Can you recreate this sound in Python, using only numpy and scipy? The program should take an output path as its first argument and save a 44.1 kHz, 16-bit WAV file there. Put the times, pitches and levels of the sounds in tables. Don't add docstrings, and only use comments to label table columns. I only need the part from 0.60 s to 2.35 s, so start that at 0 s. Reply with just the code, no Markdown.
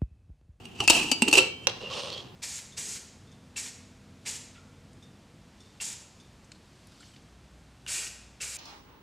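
import sys
import numpy as np
from scipy import signal
from scipy.fft import rfft, irfft
from scipy.io import wavfile

SR = 44100
rng = np.random.default_rng(int(sys.argv[2]) if len(sys.argv) > 2 else 0)


def log_audio(samples):
    frames = np.atleast_2d(samples).T
    limited = np.clip(frames, -1, 1)
    pcm = np.round(limited * 32767).astype(np.int16)
    wavfile.write(sys.argv[1], SR, pcm)


N = 77175

# pitch_hz, level_db (relative)
AIR_SPECTRUM = [(15, -40.5), (25, -35), (55, -11), (93, 0), (246, -4), (297, -11.5), (368, -4), (598, -23),
                (722, -11), (871, -15), (1380, -22), (2230, -25.5), (3170, -19.5), (4040, -32),
                (15500, -44.5)]
AIR_DB = -48.5
# pitch_hz, likeness (0 to 1)
AIR_LIKENESS = [(60, 1), (300, 0.78), (1000, 0.2), (8000, 0.48)]
ROOM_T60_S, ROOM_DB, WALL_CUT_HZ = 0.42, -14, 6800

# time_s, level_db, low_part_db (relative to level)
RUSTLE_LEVELS = [(1.085, -42, 6), (1.095, -35.5, -10), (1.105, -42, 0), (1.133, -49.5, -4), (1.177, -49, 2),
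                 (1.197, -51, -20), (1.209, -47, -2.5), (1.285, -50, 1), (1.319, -38, -6.5),
                 (1.401, -36.5, -0.5), (1.415, -40, -6.5), (1.479, -40, -0.5), (1.533, -45, -1.5),
                 (1.613, -47.5, -4), (1.731, -62.5, -13), (1.75, -55, 2)]
# (per Hz, relative)
RUSTLE_BRIGHT = [(880, -31), (1500, -19.5), (2090, -14.5), (2750, 2), (3180, 2), (5450, -5.5),
                 (7160, -13.5), (8790, -20.5), (9700, -25.5), (13100, -38), (15500, -41)]
# (per Hz, relative)
RUSTLE_DULL = [(150, -56), (250, -23), (367, -6), (407, -7.5), (519, 4), (674, -9.5), (1110, -5.5),
               (1600, -21.5), (2000, -13), (2600, -51), (4400, -120)]
# start_s, level_db
SNAPS = [(1.354, -31), (1.375, -27), (1.395, -22), (1.487, -33), (1.5031, -17), (1.523, -24), (1.529, -18),
         (1.54, -26), (1.549, -31), (1.552, -33), (1.578, -23.5), (1.581, -23)]
RUSTLE_PER_S, RUSTLE_UNEVEN_DB, RUSTLE_LIKENESS, RUSTLE_PAN_DB = 2900, 2.1, 0.84, -2
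SNAP_HZ, SNAP_T60_S, SNAP_RING_DB = 4200, 0.0077, -12

# start_s, length_s, pitch_hz, t60_s, level_db
RUB_TONES = [(0.202, 0.013, 1140, 0.03, -33), (0.22, 0.021, 802, 0.04, -34.5),
             (0.32, 0.076, 700, 0.085, -36.5), (.516, .008, 3080, 0.021, -26),
             (1.515, 0.037, 4330, 0.0097, -42), (1.2, 0.056, 480, 0.034, -42.5),
             (0.362, 0.097, 2600, 0.095, -32), (1.3, 0.032, 1120, 0.038, -42),
             (1.2, 0.2, 2800, 0.039, -42.5), (1.5, 0.12, 3270, 0.045, -42.5),
             (1.332, 0.16, 8800, 0.011, -56.5)]

# start_s, level_db, pitch_hz
FLOOR_BOOMS = [(0.202, -31, 114), (0.297, -29.5, 58.4), (1.067, -52, 66)]
BOOM_T60_S = 0.12

# (per Hz, relative)
KNOCK_SPECTRUM = [(120, -47), (200, -19), (485, -7), (2030, -4), (2750, -8), (3940, 6), (4550, -1),
                  (6420, 4), (7550, -35), (8410, -6), (15000, -60)]
# pitch_hz, level_db, t60_s
KNOCK_RINGS = [(529, -23.5, 0.051), (905, -30.5, 0.031), (1109, -27, 0.03), (2773, -12.5, 0.013),
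               (3320, -19.5, 0.018), (3970, -13, 0.013), (5665, -16, 0.016)]
KNOCK_S, KNOCK_DB, KNOCK_PAN_DB, KNOCK_SOFT_HZ = 1.071, 3.5, -8, 10000
KNOCK_LEAD_S, KNOCK_LEAD_DB = 0.0005, -8
KNOCK_ECHO_S, KNOCK_ECHO_DB = 0.0045, -12
KNOCK_LAG_S = 0.00008

# (per Hz, relative)
METAL_SPECTRUM = [(290, -50.5), (500, -8.5), (688, -12), (906, -6), (1060, -20), (1740, -36.5), (2010, -16),
                  (2730, 4), (3290, -10.5), (8210, -13), (10100, -25), (13000, -32.5), (16000, -55)]
CRACK_SIDE_DB = -9

# time_s, level_db, low_part_db (hollow, relative to level)
SCRAPE_LEVELS = [(0, -57.5, 0), (.13, -61.5, -23), (.19, -49.5, -12), (.215, -38, -8), (.255, -42, 0.5),
                 (.268, -49.5, -7), (.3, -24.5, -31.5), (.36, -24.5, -9), (.42, -30.5, -8), (.5, -39, -2.5),
                 (.55, -42.5, -5.5), (.61, -47, -2), (.66, -44.5, 9), (.72, -43, 1), (.74, -30, 1),
                 (.765, -27.5, -18), (.775, -25, -3), (.793, -22, -7), (.803, -28, -1.5), (.83, -36, -1),
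                 (.88, -45, 1), (.96, -72.5, 13), (1.05, -53.5, -3.5)]
# time_s, pitch_hz
SCRAPE_HOLLOW_PITCH = [(0, 297.9), (.6, 291.4), (.8, 421.5)]
SCRAPE_PER_S, SCRAPE_UNEVEN_DB, SCRAPE_LUMPS_DB = 9000, 2.2, 1.5
SCRAPE_RING_HZ, SCRAPE_RING_T60_S, SCRAPE_RING_DB = 2830, 0.0083, -18.5

LID_PITCHES = [1360, 2290, 2515, 2711, 2880, 3116, 3713, 4010, 4217, 4365, 4777, 5760, 7200, 7876, 8527]
# seated_db (per unit force), free_db, t60_s (free)
LID_MODES = [(-43.5, -33.5, 0.16), (-45, -37, 0.44), (-41.5, -47, 0.63), (-31, -25, 0.28), (-37, -49, 0.22),
             (-42, -38.5, 1.7), (-67, -31, 0.15), (-77, -33.5, 0.26), (-71, -36, 0.23), (-44.5, -40, 0.3),
             (-40, -52, 0.25), (-46, -46.5, 0.34), (-39, -47, 0.087), (-36.5, -47, 0.092),
             (-37, -31, 0.045)]
HELD_SHARE = 0.19
FREE_S, STOPPED_S = 0.7875, 1.066

# start_s, level_db, hollow_hz, hollow_db, ring_hz, ring_db, ping_hz, ping_db, crack_db,
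# pan_db (left minus right), chatter_s, treble_db, ping_t60_s; inner levels are relative to level_db
CLANK_BLOWS = [(0.055, -38, 239, -8.5, 2810, -2, 8700, -10, -4.5, -3.5, 0.0034, 0.5, 0.03),
               (0.2038, -20, 417, -8.5, 2900, 0, 5630, -12, -1, -2.5, 0.0052, -6.5, .05),
               (0.24, -31.5, 340, -3, 2630, -15, 5600, -15, -1.5, 4, 0.0037, 1.5, .04),
               (.278, -10, 280, -30, 2680, -4, 4660, -13, -3.5, 4, 0.0026, 4.5, 0.082),
               (0.2811, -11, 284, -34, 2676, 2, 4540, -22, -10.5, 2, 0.0061, 2, 0.086),
               (0.2996, -4, 333, -11.5, 2798, -4.5, 5050, -13.5, -5, 4, 0.0065, 3.5, 0.055),
               (0.3041, -9, 325, -25, 2830, -10.5, 6600, -28, -3, 4, 0.0039, 5, 0.034),
               (0.5161, -11.5, 263, -8.5, 2923, -6.5, 4700, -7.5, -7, 3.5, 0.007, 4.5, 0.091),
               (0.621, -12, 238.5, 0, 2770, 1, 8100, -5.5, -2.5, -1, 0.0056, -1, 0.036),
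               (.678, -24, 400, 1, 2700, 3.5, 4300, -20, -14, -2, 0.0035, -8, .04),
               (0.683, -16, 288, -4.5, 2710, -7, 7800, -5.5, -7, -0.5, 0.0078, 4, .02),
               (0.7136, -24, 266, -15, 2770, -8, 4350, -5, -5, -7, 0.0048, 5, 0.045),
               (0.7286, -10, 338, -9.5, 2654, -9, 5700, -12, -5.5, 2, 0.0055, 2, 0.046),
               (0.737, -11, 448, -10, 2730, -6.5, 6600, -10, -5.5, 1, 0.007, 2, .03),
               (0.7545, -20, 445, -5, 2700, 6, 4920, -8.5, -4, -4, .006, 8, .06),
               (0.773, -14, 388, -2.5, 2705, -10, 4200, -11, 0.5, -0.5, 0.01, -2, .04),
               (0.779, -12.5, 468, -15, 2715, 0.5, 5760, -11, -1.5, -2, 0.0086, -4.5, 0.04),
               (.784, -18, 440, -14, 2730, -20, 6040, -12, -1, -6, .003, 7.5, 0.018),
               (0.7864, -8.5, 518, -11.5, 2700, 1, 6800, -24, -9, -3.5, 0.0017, -7, 0.052)]
CLANK_PER_S, CLANK_UNEVEN_DB, CHATTER_POWER = 16000, 1.35, 0.96
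RING_T60_S, HOLLOW_T60_S = 0.062, 0.064
UPPER_HOLLOW_RATIO, UPPER_HOLLOW_DB = 1.55, -9
TWIN_RATIO, TWIN_DB = 1.022, -7.5
WALL_HZ, WALL_DB, WALL_T60_S = 908, -17.5, 0.034

# pitch_hz, level_db (left minus right), phase_rad (left leads)
MICROPHONE_PORTS = [(700, -0.5, 0.074), (1690, 0, 1), (2700, -2, .5), (3990, -2, 0), (5500, 2, 0.062),
                    (9000, 2, 0), (14000, -2, 0.55)]
DULL_HZ, DULL_PER_DB = 8400, 0.26
TOP, CUTOFF_HZ = 0.75, 16500


def amp(db):
    return 10 ** (np.asarray(db) / 20)


def rms_one(x):
    return x / np.sqrt(np.mean(x ** 2) + 1e-20)


def in_time(rows):
    times, *columns = np.transpose(rows)
    return [np.interp(np.arange(N) / SR, times, column) for column in columns]


def at_hz(points, hz):
    points = np.array(points)
    return np.interp(np.log(hz + 1), np.log(points[:, 0]), points[:, 1])


def low_pass(x, hz):
    return signal.sosfilt(signal.butter(2, hz, fs=SR, output="sos"), x)


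def colour(x, spectrum, size=4096):
    hz = np.arange(size // 2 + 1) * SR / size
    lowest_hz, lowest_db = spectrum[0]
    db = at_hz([(lowest_hz / 2, lowest_db - 30), *spectrum], hz)
    cepstrum = irfft(db * np.log(10) / 20, size)
    cepstrum[1:size // 2] *= 2
    cepstrum[size // 2 + 1:] = 0
    response = irfft(np.exp(rfft(cepstrum)), size)
    response = response / np.sqrt(np.sum(response ** 2))
    return signal.fftconvolve(np.atleast_2d(x), response[None], axes=1)[:, :x.shape[-1]]


def duller(x, db):
    low = low_pass(x, DULL_HZ)
    return low + (x - low) * amp(DULL_PER_DB * (db - db.max()))


def click_at(s, size=N):
    return 1.0 * (np.arange(size) == int(s * SR))


def grains(per_s, uneven_db, size):
    sizes = amp(uneven_db * np.minimum(rng.exponential(1, size), 5))
    sizes = sizes * rng.choice([-1, 1], size)
    return rms_one(sizes * (rng.random(size) < per_s / SR))


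def ring(clicks, hz, t60):
    r, w = amp(-60 / (t60 * SR)), 2 * np.pi * hz / SR
    return signal.lfilter([0, np.sin(w)], [1, -2 * r * np.cos(w), r * r], clicks + 1e-18)


def twins(clicks, hz, t60):
    return ring(clicks, hz, t60) + amp(TWIN_DB) * ring(clicks, TWIN_RATIO * hz, t60)


def pan(db):
    return amp([[db / 2], [-db / 2]])


def spread(mid, side, db):
    return mid + amp(db) * side * np.array([[1], [-1]])


def part_alike(mid, side, alike):
    opposite = side * np.array([[1], [-1]])
    return np.sqrt(1 + alike) * mid + np.sqrt(1 - alike) * opposite


def air():
    hz = np.arange(N // 2 + 1) * SR / N
    noise = rfft(rng.standard_normal((2, N)))
    mid, side = noise * amp(at_hz(AIR_SPECTRUM, hz)) * (hz > 20)
    alike = np.clip(at_hz(AIR_LIKENESS, hz), 0, 1)
    return amp(AIR_DB) * rms_one(irfft(part_alike(mid, side, alike), N))


def room(x):
    t = np.arange(SR // 2) / SR
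    decay_db = -60 * t / ROOM_T60_S
    noise = low_pass(rng.standard_normal((2, len(t))), WALL_CUT_HZ)
    tail = duller(noise, decay_db) * amp(decay_db) * (t > .003)
    tail = tail / np.sqrt(np.sum(tail ** 2) / 2)
    high = signal.sosfilt(signal.butter(2, 400, "high", fs=SR, output="sos"), x)
    return amp(ROOM_DB) * signal.fftconvolve(high[None], tail, axes=1)[:, :N]


def rustle():
    fade_in = (RUSTLE_LEVELS[0][0] - .015, -90, 0)
    db, low_db = in_time([fade_in] + list(RUSTLE_LEVELS))
    mid, side = grains(RUSTLE_PER_S, RUSTLE_UNEVEN_DB, (2, N))
    force = part_alike(mid, side, RUSTLE_LIKENESS) / np.sqrt(2)
    snaps = np.zeros(N)
    for start_s, snap_db in SNAPS:
        snaps[int(start_s * SR)] = amp(snap_db)
    bright = duller(colour(amp(db) * force + snaps, RUSTLE_BRIGHT), db)
    bright = bright + amp(SNAP_RING_DB) * ring(snaps, SNAP_HZ, SNAP_T60_S)
    dull = colour(amp(db + low_db) * force, RUSTLE_DULL)
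    return pan(RUSTLE_PAN_DB) * (bright + dull)


def rubs():
    out, t = np.zeros((2, N)), np.arange(N) / SR
    for start_s, length_s, hz, t60, db in RUB_TONES:
        progress = np.clip((t - start_s) / length_s, 0, 1)
        stroke = np.abs(np.sin(np.pi * progress)) ** .5
        contacts = spread(*grains(1500, 2.1, (2, N)), -11.0)
        out += amp(db) * stroke * rms_one(ring(contacts, hz, t60))
    return pan(RUSTLE_PAN_DB) * out


def floor_booms():
    return sum(amp(db) * ring(low_pass(click_at(s), 250), hz, BOOM_T60_S) for s, db, hz in FLOOR_BOOMS)


def knock():
    sides = []
    for s in (KNOCK_S + KNOCK_LAG_S, KNOCK_S):
        touch = amp(KNOCK_LEAD_DB) * click_at(s - KNOCK_LEAD_S)
        echo = amp(KNOCK_ECHO_DB) * click_at(s + KNOCK_ECHO_S)
        sides.append(click_at(s) - touch - echo)
    softening = signal.butter(6, KNOCK_SOFT_HZ, fs=SR, output="sos")
    click = signal.sosfilt(softening, np.array(sides))
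    body = sum(amp(db) * ring(click, hz, t60) for hz, db, t60 in KNOCK_RINGS)
    return pan(KNOCK_PAN_DB) * (amp(KNOCK_DB) * colour(click, KNOCK_SPECTRUM) + body)


def scrape():
    fade_out = (SCRAPE_LEVELS[-1][0] + 0.19, -120, 0)
    db, low_db = in_time(SCRAPE_LEVELS + [fade_out])
    lumps = SCRAPE_LUMPS_DB * rms_one(low_pass(rng.standard_normal(N), 44))
    force, side = amp(db + lumps) * grains(SCRAPE_PER_S, SCRAPE_UNEVEN_DB, (2, N))
    hiss = duller(colour(spread(force, side, CRACK_SIDE_DB), METAL_SPECTRUM), db)
    main_ring = amp(SCRAPE_RING_DB) * ring(force, SCRAPE_RING_HZ, SCRAPE_RING_T60_S)
    hz, = in_time(SCRAPE_HOLLOW_PITCH)
    phase = 2 * np.pi * np.cumsum(hz) / SR
    slow = low_pass(rng.standard_normal((2, N)), 92)
    hollow = rms_one(slow[0] * np.cos(phase) + slow[1] * np.sin(phase))
    return hiss + main_ring + amp(db + low_db) * hollow, force


def clanks():
    span = SR // 4
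    out, force = np.zeros((2, N + SR)), np.zeros(N + SR)
    t, push = np.arange(span) / SR, click_at(.0015, size=span)
    hollow_band = signal.butter(3, [180, 800], "band", fs=SR, output="sos")
    for (start_s, db, hollow_hz, hollow_db, ring_hz, ring_db, ping_hz, ping_db,
         crack_db, pan_db, chatter_s, treble_db, ping_t60) in CLANK_BLOWS:
        dying = np.exp(-(t / max(chatter_s, .001)) ** CHATTER_POWER)
        hits, side = grains(CLANK_PER_S, CLANK_UNEVEN_DB, (2, span)) * dying * amp(db)
        sound = amp(crack_db) * colour(spread(hits, side, CRACK_SIDE_DB), METAL_SPECTRUM)
        sound += (sound - low_pass(sound, 6100)) * (amp(treble_db) - 1)
        sound += amp(db + ring_db) * twins(push, ring_hz, RING_T60_S)
        sound += amp(db + ping_db) * twins(push, ping_hz, ping_t60)
        sound += amp(db + WALL_DB) * ring(push, WALL_HZ, WALL_T60_S)
        upper = ring(push, UPPER_HOLLOW_RATIO * hollow_hz, HOLLOW_T60_S / 2)
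        hollow = ring(push, hollow_hz, HOLLOW_T60_S) + amp(UPPER_HOLLOW_DB) * upper
        hollow = signal.sosfilt(hollow_band, hollow)
        i = int((start_s - .001) * SR)
        out[:, i:i + span] += pan(pan_db) * sound + amp(db + hollow_db) * hollow
        force[i:i + span] += hits
    return out[:, :N], force[:N]


def lid(force):
    held, free = np.zeros(N), np.zeros(N)
    parting = click_at(FREE_S)
    for hz, (seated_db, free_db, t60) in zip(LID_PITCHES, LID_MODES):
        held += amp(seated_db) * ring(force, hz, HELD_SHARE * min(t60, .5))
        free += amp(free_db) * ring(parting, hz, t60)
    since_stop = np.maximum(np.arange(N) / SR - STOPPED_S, 0)
    return held + np.exp(-since_stop / 0.0046) * free


def ports(x):
    hz, table = np.arange(N // 2 + 1) * SR / N, np.array(MICROPHONE_PORTS)
    level = at_hz(table[:, [0, 1]], hz) * np.log(10) / 20
    phase = at_hz(table[:, [0, 2]], hz)
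    half = (level + 1j * phase) / 2
    return irfft(rfft(x) * np.exp(half * np.array([[1], [-1]])), N)


def scene():
    hits, hit_force = clanks()
    slide, slide_force = scrape()
    metal = hits + slide + lid(hit_force + slide_force)
    blow = knock() + floor_booms()
    tail = room((metal + blow).mean(axis=0))
    return ports(metal) + blow + tail + rustle() + rubs() + air()


def record(dry):
    rounded = TOP * np.tanh(dry / TOP)
    return signal.sosfilt(signal.cheby2(12, 60, CUTOFF_HZ, fs=SR, output="sos"), rounded)


dry = scene()
out = record(dry)
log_audio(out)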